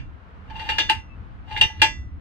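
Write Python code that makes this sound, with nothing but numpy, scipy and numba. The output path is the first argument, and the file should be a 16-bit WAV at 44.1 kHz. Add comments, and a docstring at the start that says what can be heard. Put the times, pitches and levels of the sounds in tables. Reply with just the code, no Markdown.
"""On concrete outdoors, a toothed steel post is lifted through a stand close to two microphones.
The latch scrapes up each tooth and drops; scrape and blows excite decaying modes of the steel parts.
Wind rumbles as gusting low noise over a distant hush of shaped noise, and a bird peeps once as a sine.
Gain control lowers the level after loud blows, and a soft ceiling rounds the peaks."""
import sys
import numpy as np
from scipy import signal
from scipy.fft import rfft, irfft
from scipy.io import wavfile
from scipy.ndimage import uniform_filter1d
from numba import njit

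SR = 44100
rng = np.random.default_rng(int(sys.argv[2]) if len(sys.argv) > 2 else 0)


def master_out(mix):
    """Clip the mix to full scale and print it as 16-bit PCM to the path in sys.argv[1]."""
    frames = np.transpose(np.atleast_2d(mix))
    ceiling = np.clip(frames, -1, 1)
    pcm = np.round(ceiling * 32767).astype(np.int16)
    wavfile.write(sys.argv[1], SR, pcm)


def amplitude_ratio(level_db):
    """Convert a level in decibels to the matching linear amplitude (field) ratio."""
    exponent = np.asarray(level_db, float) / 20
    return 10 ** exponent


N = 97108  # length in samples

# Modes of the steel parts: the low and upper modes of the legs, the latch and the post. Each row: frequency in
# Hz, relative level in dB, 60 dB decay time # in seconds, left minus right level in dB, phase lead of the left
# in radians.
LEG_MODES = [(773, -8, .08, 10.5, 0), (837, 4, .1, -2.5, 0.32), (862, 4.5, .1, 10.5, 0.86),
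             (884, 10, .14, 6, 0.), (1047, -11, 0.22, 10, 3.1)]
UPPER_LEG_MODES = [(1423, -7.5, .1, 0.1, -.7), (1672, -1, 0.22, -9, -0.12), (1762, 0, .13, -10, 1.7),
                   (2055, -6.5, 0.24, -5.5, .7), (2150, -6.5, 0.11, -4.5, -.4), (2298, -13, .13, -2, .5)]
LATCH_MODES = [(2487, -10.5, 0.096, 8.0, 2.7), (2547, -7.5, 0.19, 5, -3.5), (2743, 2, 0.083, 2.7, -0.7),
               (2800, 8.5, 0.099, -2.5, 1.16), (2856, 6.5, 0.18, 5.5, 2.1), (3007, -5, 0.1, 14, 2.06),
               (3093, -3.5, 0.18, -4.5, -4), (3265, -2, 0.091, 6.5, -3), (3340, -5, 0.077, 7, 2.7),
               (3400, 0, 0.078, 2.3, -2.3), (3664, -12, 0.094, 7.9, 1), (3730, 0, 0.11, 3.5, 0.5),
               (3870, -32, 0.057, -7, -3.4), (4680, -13, 0.075, -3.5, 2.8)]
POST_MODES = [(1987.6, 4.5, 0.4, -8.5, 1.46), (3530, 6.5, 0.29, -4, 2), (4286, -3, 0.26, 1, 1.54),
              (4420, -8, 0.23, -0.7, -4), (4663, -8, 0.3, 3, 1.9), (4830, 0, 0.19, 2.4, -2),
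              (5024, -3.5, 0.2, 7, -1.4), (5260, -18, 0.22, 2.3, -5.5), (5680, 1.5, 0.22, -3.5, -2.5),
              (5828, 0, 0.33, 3.5, 2.56), (6013, -10, 0.25, 20, 1.05), (6340, -7.5, 0.29, 5.5, -2.5),
              (6520, -13.5, 0.32, 12, 1.23), (6770, -11.0, 0.27, 9, 2.44), (7510, -31, 0.3, 8.5, -0.2),
              (7376, -17.5, 0.31, 19, 1.5)]
# Trend of the many small modes of the welded steel. Each row: frequency in Hz, relative level in dB.
SMALL_MODE_TREND = [(150, -50), (300, -23), (670, -19.5), (1000, -22.5), (1800, -11), (3200, -9.5),
                    (4500, -15.5), (7000, -29.5), (11000, -37.5), (16000, -39)]
SMALL_T60_S, SMALL_T60_SLOPE = 0.14, -0.036  # median decay time at 1 kHz, exponent over frequency
SMALL_SCATTER_DB = 3.5
RING_S, BUILD_S = 0.4, 0.00034  # length of each ring, time constant of its onset

# Blows of the latch. Each row: start in seconds, drive in dB into the low leg modes, upper leg modes, latch,
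# post and # small modes, decay time constant of the chatter in seconds.
BLOWS = [(-.06, -46, -42.5, -40.5, -52, -32.5, 0.0068), (.498, -41.5, -56, -64, -79, -42.5, 0.0048),
         (.531, -39.5, -62.5, -65, -74, -56.5, 0.012), (0.553, -36, -45, -40, -66.5, -44.5, 0.0083),
         (0.593, -45.5, -44.5, -43, -60, -36.5, 0.0059), (0.614, -42.5, -45.5, -51.5, -61, -42.5, 0.0068),
         (.655, -38, -45.5, -44.5, -69, -50.5, 0.0053), (.689, -31, -29.5, -31, -58.5, -27, 0.011),
         (.716, -41, -41, -31, -61, -42, 0.011), (0.757, -33.5, -45, -46.5, -68, -46, 0.0017),
         (0.7831, -31, -31.5, -27.5, -33.5, -22, 0.0075), (.798, -34.5, -37, -17.5, -53.5, -34.5, 0.0069),
         (0.8909, -37, -29, -33, -40.5, -36, 0.0017), (.896, -24.5, -25, -20.5, -44, -18, 0.0014),
         (.963, -32.5, -39, -47, -73, -60, 0.0021), (1.473, -38.5, -48.5, -60, -72, -62.5, 0.013),
         (1.508, -35.5, -47, -44, -64, -40, .008), (1.544, -34, -54, -46, -61, -51, 0.0041),
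         (1.563, -43.5, -22.5, -29.5, -59.5, -35, 0.0013), (1.6118, -29.5, -26, -14.5, -32, -18, 0.0041),
         (1.634, -30.5, -29.5, -21, -50.5, -27.5, 0.0052), (1.696, -39.5, -43.5, -40, -56.5, -43, 0.0074),
         (1.748, -49, -51, -63.5, -70, -55, 0.0053), (1.795, -59.5, -56, -40.5, -70, -38.5, .008),
         (1.8172, -18, -15, -12.5, -26.5, -9.5, 0.0036), (1.829, -21.5, -20.5, -24, -26.5, -25.5, .004)]
LEAD_S = 0.1  # time computed ahead of the start, also the length of each blow
CHATTER_DB, RISE_S = 1, 0.0011  # chatter level, time constant of its swell
# Below HARD_DB of small-mode drive, blows knock less and are duller.
HARD_DB, SOFTEN = -17, 0.31  # threshold, extra loss of the knock in dB per dB
HARD_CONTACT_HZ, OCTAVES_PER_DB = 12100, 0.11  # low-pass corner of hard blows, its fall

# Scrape of the latch on the teeth. Each row: time in seconds, relative drive in dB into the low leg modes, #
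# relative drive in dB into the other modes.
SCRAPE = [(.4, -110, -110), (.48, -62, -73.5), (.56, -51.5, -59.5), (.64, -49, -52.5), (.75, -50, -51),
          (.85, -63, -58), (.98, -61, -62), (1.08, -110, -110), (1.4, -110, -110), (1.48, -55, -64),
          (1.56, -54.5, -54.5), (1.65, -53, -56.5), (1.73, -63, -64), (1.8, -68, -61), (1.9, -110, -110)]
# Offsets on the latter drive: upper leg, latch, post and small modes, all in dB.
SCRAPE_OFFSETS_DB = (-1, 1.5, -18.5, 1)
SCRAPE_GRAIN_DB = 3.5  # mean of the random lift of each sample

# Wind at the microphones. Each row: time in seconds, relative level in dB, left minus right
# parameter in dB (half is added on the left and half taken from the right).
WIND = [(0.0, -39, -8), (0.15, -44.5, 5), (0.21, -52, 5.5), (0.59, -45.5, -11.5), (0.63, -48.5, -1),
        (0.65, -39.5, 4.5), (0.82, -39, 0.5), (0.99, -32, -10), (1.02, -42.5, -4), (1.33, -42, 8.5),
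        (1.35, -43.5, 0), (1.59, -40, 6.5), (1.62, -26, 0.5), (1.66, -26, -10), (1.68, -37.5, 1.5),
        (1.83, -33, -2.5), (2.18, -35.5, 0.5), (2.2, -46.5, 0.5)]
# Wind spectrum. Each row: frequency in Hz, relative density in dB.
WIND_COLOUR = [(12, -37.5), (20, -8), (48, 0.5), (70, 4), (98, -1), (161, -15), (320, -18), (420, -42),
               (700, -120)]
WIND_SHARED_DB = -3.5  # part common to both microphones, relative to each separate part

# Spectrum of the hush. Each row: frequency in Hz, relative density in dB.
HUSH_COLOUR = [(82, -42.5), (140, -8.5), (171, 0), (322, -15), (508, -10), (595, -19), (632, -13),
               (1290, -13), (2000, -21), (2910, -26), (7380, -52), (16000, -67.5)]
HUSH_DB = -53
# Likeness of the hush left and right. Each row: frequency in Hz, correlation.
HUSH_LIKENESS = [(60, 0.02), (130, 0.59), (290, 0.77), (640, 0.25), (1410, -0.26), (3100, 0.12),
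                 (6820, 0.03), (15000, -0.0)]

# Peep of the bird. Its one row: length in seconds (negative: counted back from the end),
# frequency in Hz, level in dB, left minus right level in dB.
PEEP = (-0.08, 2635, -57, 20)
PEEP_END_S = 1.163

KNEE_DB, RATIO, ATTACK_S, RELEASE_S = -15.5, 1.523, 0.0026, 0.29  # gain control
CEILING = 0.94  # largest amplitude of the soft ceiling


def curve(table, at, col=1, log=False):
    """Linear interpolation in a table column, over the logarithm of the abscissa if log."""
    table = np.array(table, float)
    x = table[:, 0]
    if log:
        at, x = np.log(at), np.log(x)
    return np.interp(at, x, table[:, col])


def coloured(colour, weight=lambda hz: 1):
    """Spectral shaping: white noise is multiplied by a magnitude curve, without normalisation."""
    hz = np.maximum(np.arange(N // 2 + 1) * SR / N, 1)
    spectrum = rfft(rng.standard_normal(N))
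    return irfft(spectrum * amplitude_ratio(curve(colour, hz, log=True)) * weight(hz), N)


def walk(rate):
    """Slow random modulation: values held for 1 / rate seconds are smoothed twice."""
    hold = int(SR / rate)
    steps = np.repeat(rng.standard_normal(N // hold + 1), hold)
    return 2.1 * uniform_filter1d(uniform_filter1d(steps, hold), hold)[:N]


def body(force, modes):
    """Modal superposition: a force excites decaying sines, each with its own pan and phase lead."""
    hz, db, t60, pan, lead = np.array(modes, np.float32).T[:, :, None]
    t = np.arange(int(RING_S * SR), dtype=np.float32) / SR
    phase = 2 * np.pi * (hz * t + rng.random(hz.shape).astype(np.float32))
    fade = amplitude_ratio(db - 60 * t / np.clip(t60, .01, 1))
    left = (fade * amplitude_ratio(pan / 2) * np.sin(phase + lead)).sum(0)
    right = (fade * amplitude_ratio(-pan / 2) * np.sin(phase)).sum(0)
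    response = np.array([left, right]) * (1 - np.exp(-t / BUILD_S)) ** 2
    return signal.fftconvolve(force[None], response, axes=1)[:, :len(force)]


def small_modes(count=260):
    """Statistical modal density: random modes, denser at low frequency, scatter about a level trend."""
    place, turn = rng.random((count, 2)).T
    level, decay, pan = rng.standard_normal((count, 3)).T
    hz = 300 + 15500 * ((np.arange(count) + place) / count) ** 1.5
    db = curve(SMALL_MODE_TREND, hz, log=True) + SMALL_SCATTER_DB * level
    t60 = SMALL_T60_S * (hz / 1000) ** SMALL_T60_SLOPE * amplitude_ratio(2.0 * decay)
    return np.array([hz, db, t60, 4 * pan, 2 * np.pi * turn]).T


def scrape_force(t):
    """Frictional excitation: the scrape is a run of tiny uneven clicks, shared out to five groups of modes."""
    grain_db = SCRAPE_GRAIN_DB * rng.exponential(size=len(t)) - 31
    grit = amplitude_ratio(grain_db) * rng.standard_normal(len(t))
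    into_legs = curve(SCRAPE, t)
    into_rest = curve(SCRAPE, t, col=2) + np.array(SCRAPE_OFFSETS_DB)[:, None]
    return grit * amplitude_ratio(np.vstack([into_legs, into_rest]))


def blow_force(age, weak_db, chatter_s):
    """Impact excitation: a knock and a swelling, dying chatter, low-passed by the contact."""
    chatter_s = np.clip(chatter_s, .0005, .03)
    swell = (1 - np.exp(-age / RISE_S)) * np.exp(-age / chatter_s)
    level = amplitude_ratio(CHATTER_DB) * np.sqrt(2 / (chatter_s * SR))
    push = level * rng.standard_normal(len(age)) * swell
    push[0] += amplitude_ratio(SOFTEN * weak_db)  # the knock
    contact_hz = HARD_CONTACT_HZ * 2 ** (OCTAVES_PER_DB * weak_db)
    keep = np.exp(-2 * np.pi * contact_hz / SR)
    return signal.lfilter([1 - keep], [1, -keep], push)


def stand():
    """Forced vibration: scrape and blows together drive the low and upper modes of the legs, and the modes of
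    latch and post."""
    lead = int(LEAD_S * SR)
    t = np.arange(-lead, N) / SR
    force = scrape_force(t)
    age = np.arange(lead) / SR
    for start_s, *levels_db, chatter_s in BLOWS:
        weak_db = min(levels_db[-1] - HARD_DB, 0)
        i = int(start_s * SR) + lead
        drive = amplitude_ratio(np.array(levels_db))[:, None]
        force[:, i:i + lead] += drive * blow_force(age, weak_db, chatter_s)
    parts = (LEG_MODES, UPPER_LEG_MODES, LATCH_MODES, POST_MODES, small_modes())
    return sum(body(f, modes) for f, modes in zip(force, parts))[:, lead:]


def bird():
    """Pure tone: one short faint peep is a sine under a half-sine envelope."""
    length, hz, db, pan_db = PEEP
    t = np.arange(N) / SR - PEEP_END_S
    envelope = np.sin(np.pi * np.clip(t / length, 0, 1))
    tone = envelope * np.sin(2 * np.pi * hz * t)
    return tone * amplitude_ratio(db + np.array([[pan_db], [-pan_db]]) / 2)


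def wind():
    """Partial coherence: gusting low noise at each microphone is mixed with a common part."""
    t = np.arange(N) / SR
    left, right, both = (coloured(WIND_COLOUR) * amplitude_ratio(2 * walk(12)) for _ in range(3))
    pair = np.array([left, right]) + amplitude_ratio(WIND_SHARED_DB) * both
    pan = curve(WIND, t, col=2) / 2
    level_db = curve(WIND, t) + 4 + np.array([pan, -pan])
    return pair / pair.std() * amplitude_ratio(level_db)


def likeness(hz):
    """Interchannel correlation: the likeness of left and right at each frequency, bounded."""
    return np.clip(curve(HUSH_LIKENESS, hz, log=True), -.95, .95)


def hush():
    """Diffuse field: distant traffic and leaves are noise whose sum and difference set the likeness."""
    mid = coloured(HUSH_COLOUR)
    side = coloured(HUSH_COLOUR, lambda hz: np.sqrt((1 - likeness(hz)) / (1 + likeness(hz))))
    level_db = HUSH_DB + .5 * walk(4.9) + 0.59 * walk(12)
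    return np.array([mid + side, mid - side]) / mid.std() * amplitude_ratio(level_db)


def scene():
    """Superposition: the pressures of all sources add."""
    return stand() + wind() + hush() + bird()


@njit
def follow(x, attack, release):
    """Envelope detection: a one-pole follower rises and falls at separate rates."""
    out, e = np.empty(len(x)), 0.
    for i in range(len(x)):
        e += (x[i] - e) * (attack if x[i] > e else release)
        out[i] = e
    return out


def low_pass(x):
    """Removes everything above the highest recorded frequency."""
    return signal.sosfilt(signal.butter(12, 16480, fs=SR, output="sos"), x)


def record(dry):
    """Dynamic compression: gain falls as the envelope passes a knee; a tanh softly limits peaks."""
    envelope = follow(np.abs(dry).max(axis=0), 1 / (ATTACK_S * SR), 1 / (RELEASE_S * SR))
    over_knee = amplitude_ratio(KNEE_DB) / (envelope + 1e-9)
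    gain = np.minimum(1, over_knee ** (1 - 1 / RATIO))
    return low_pass(CEILING * np.tanh(dry * gain / CEILING))


dry = scene()
out = record(dry)
master_out(out)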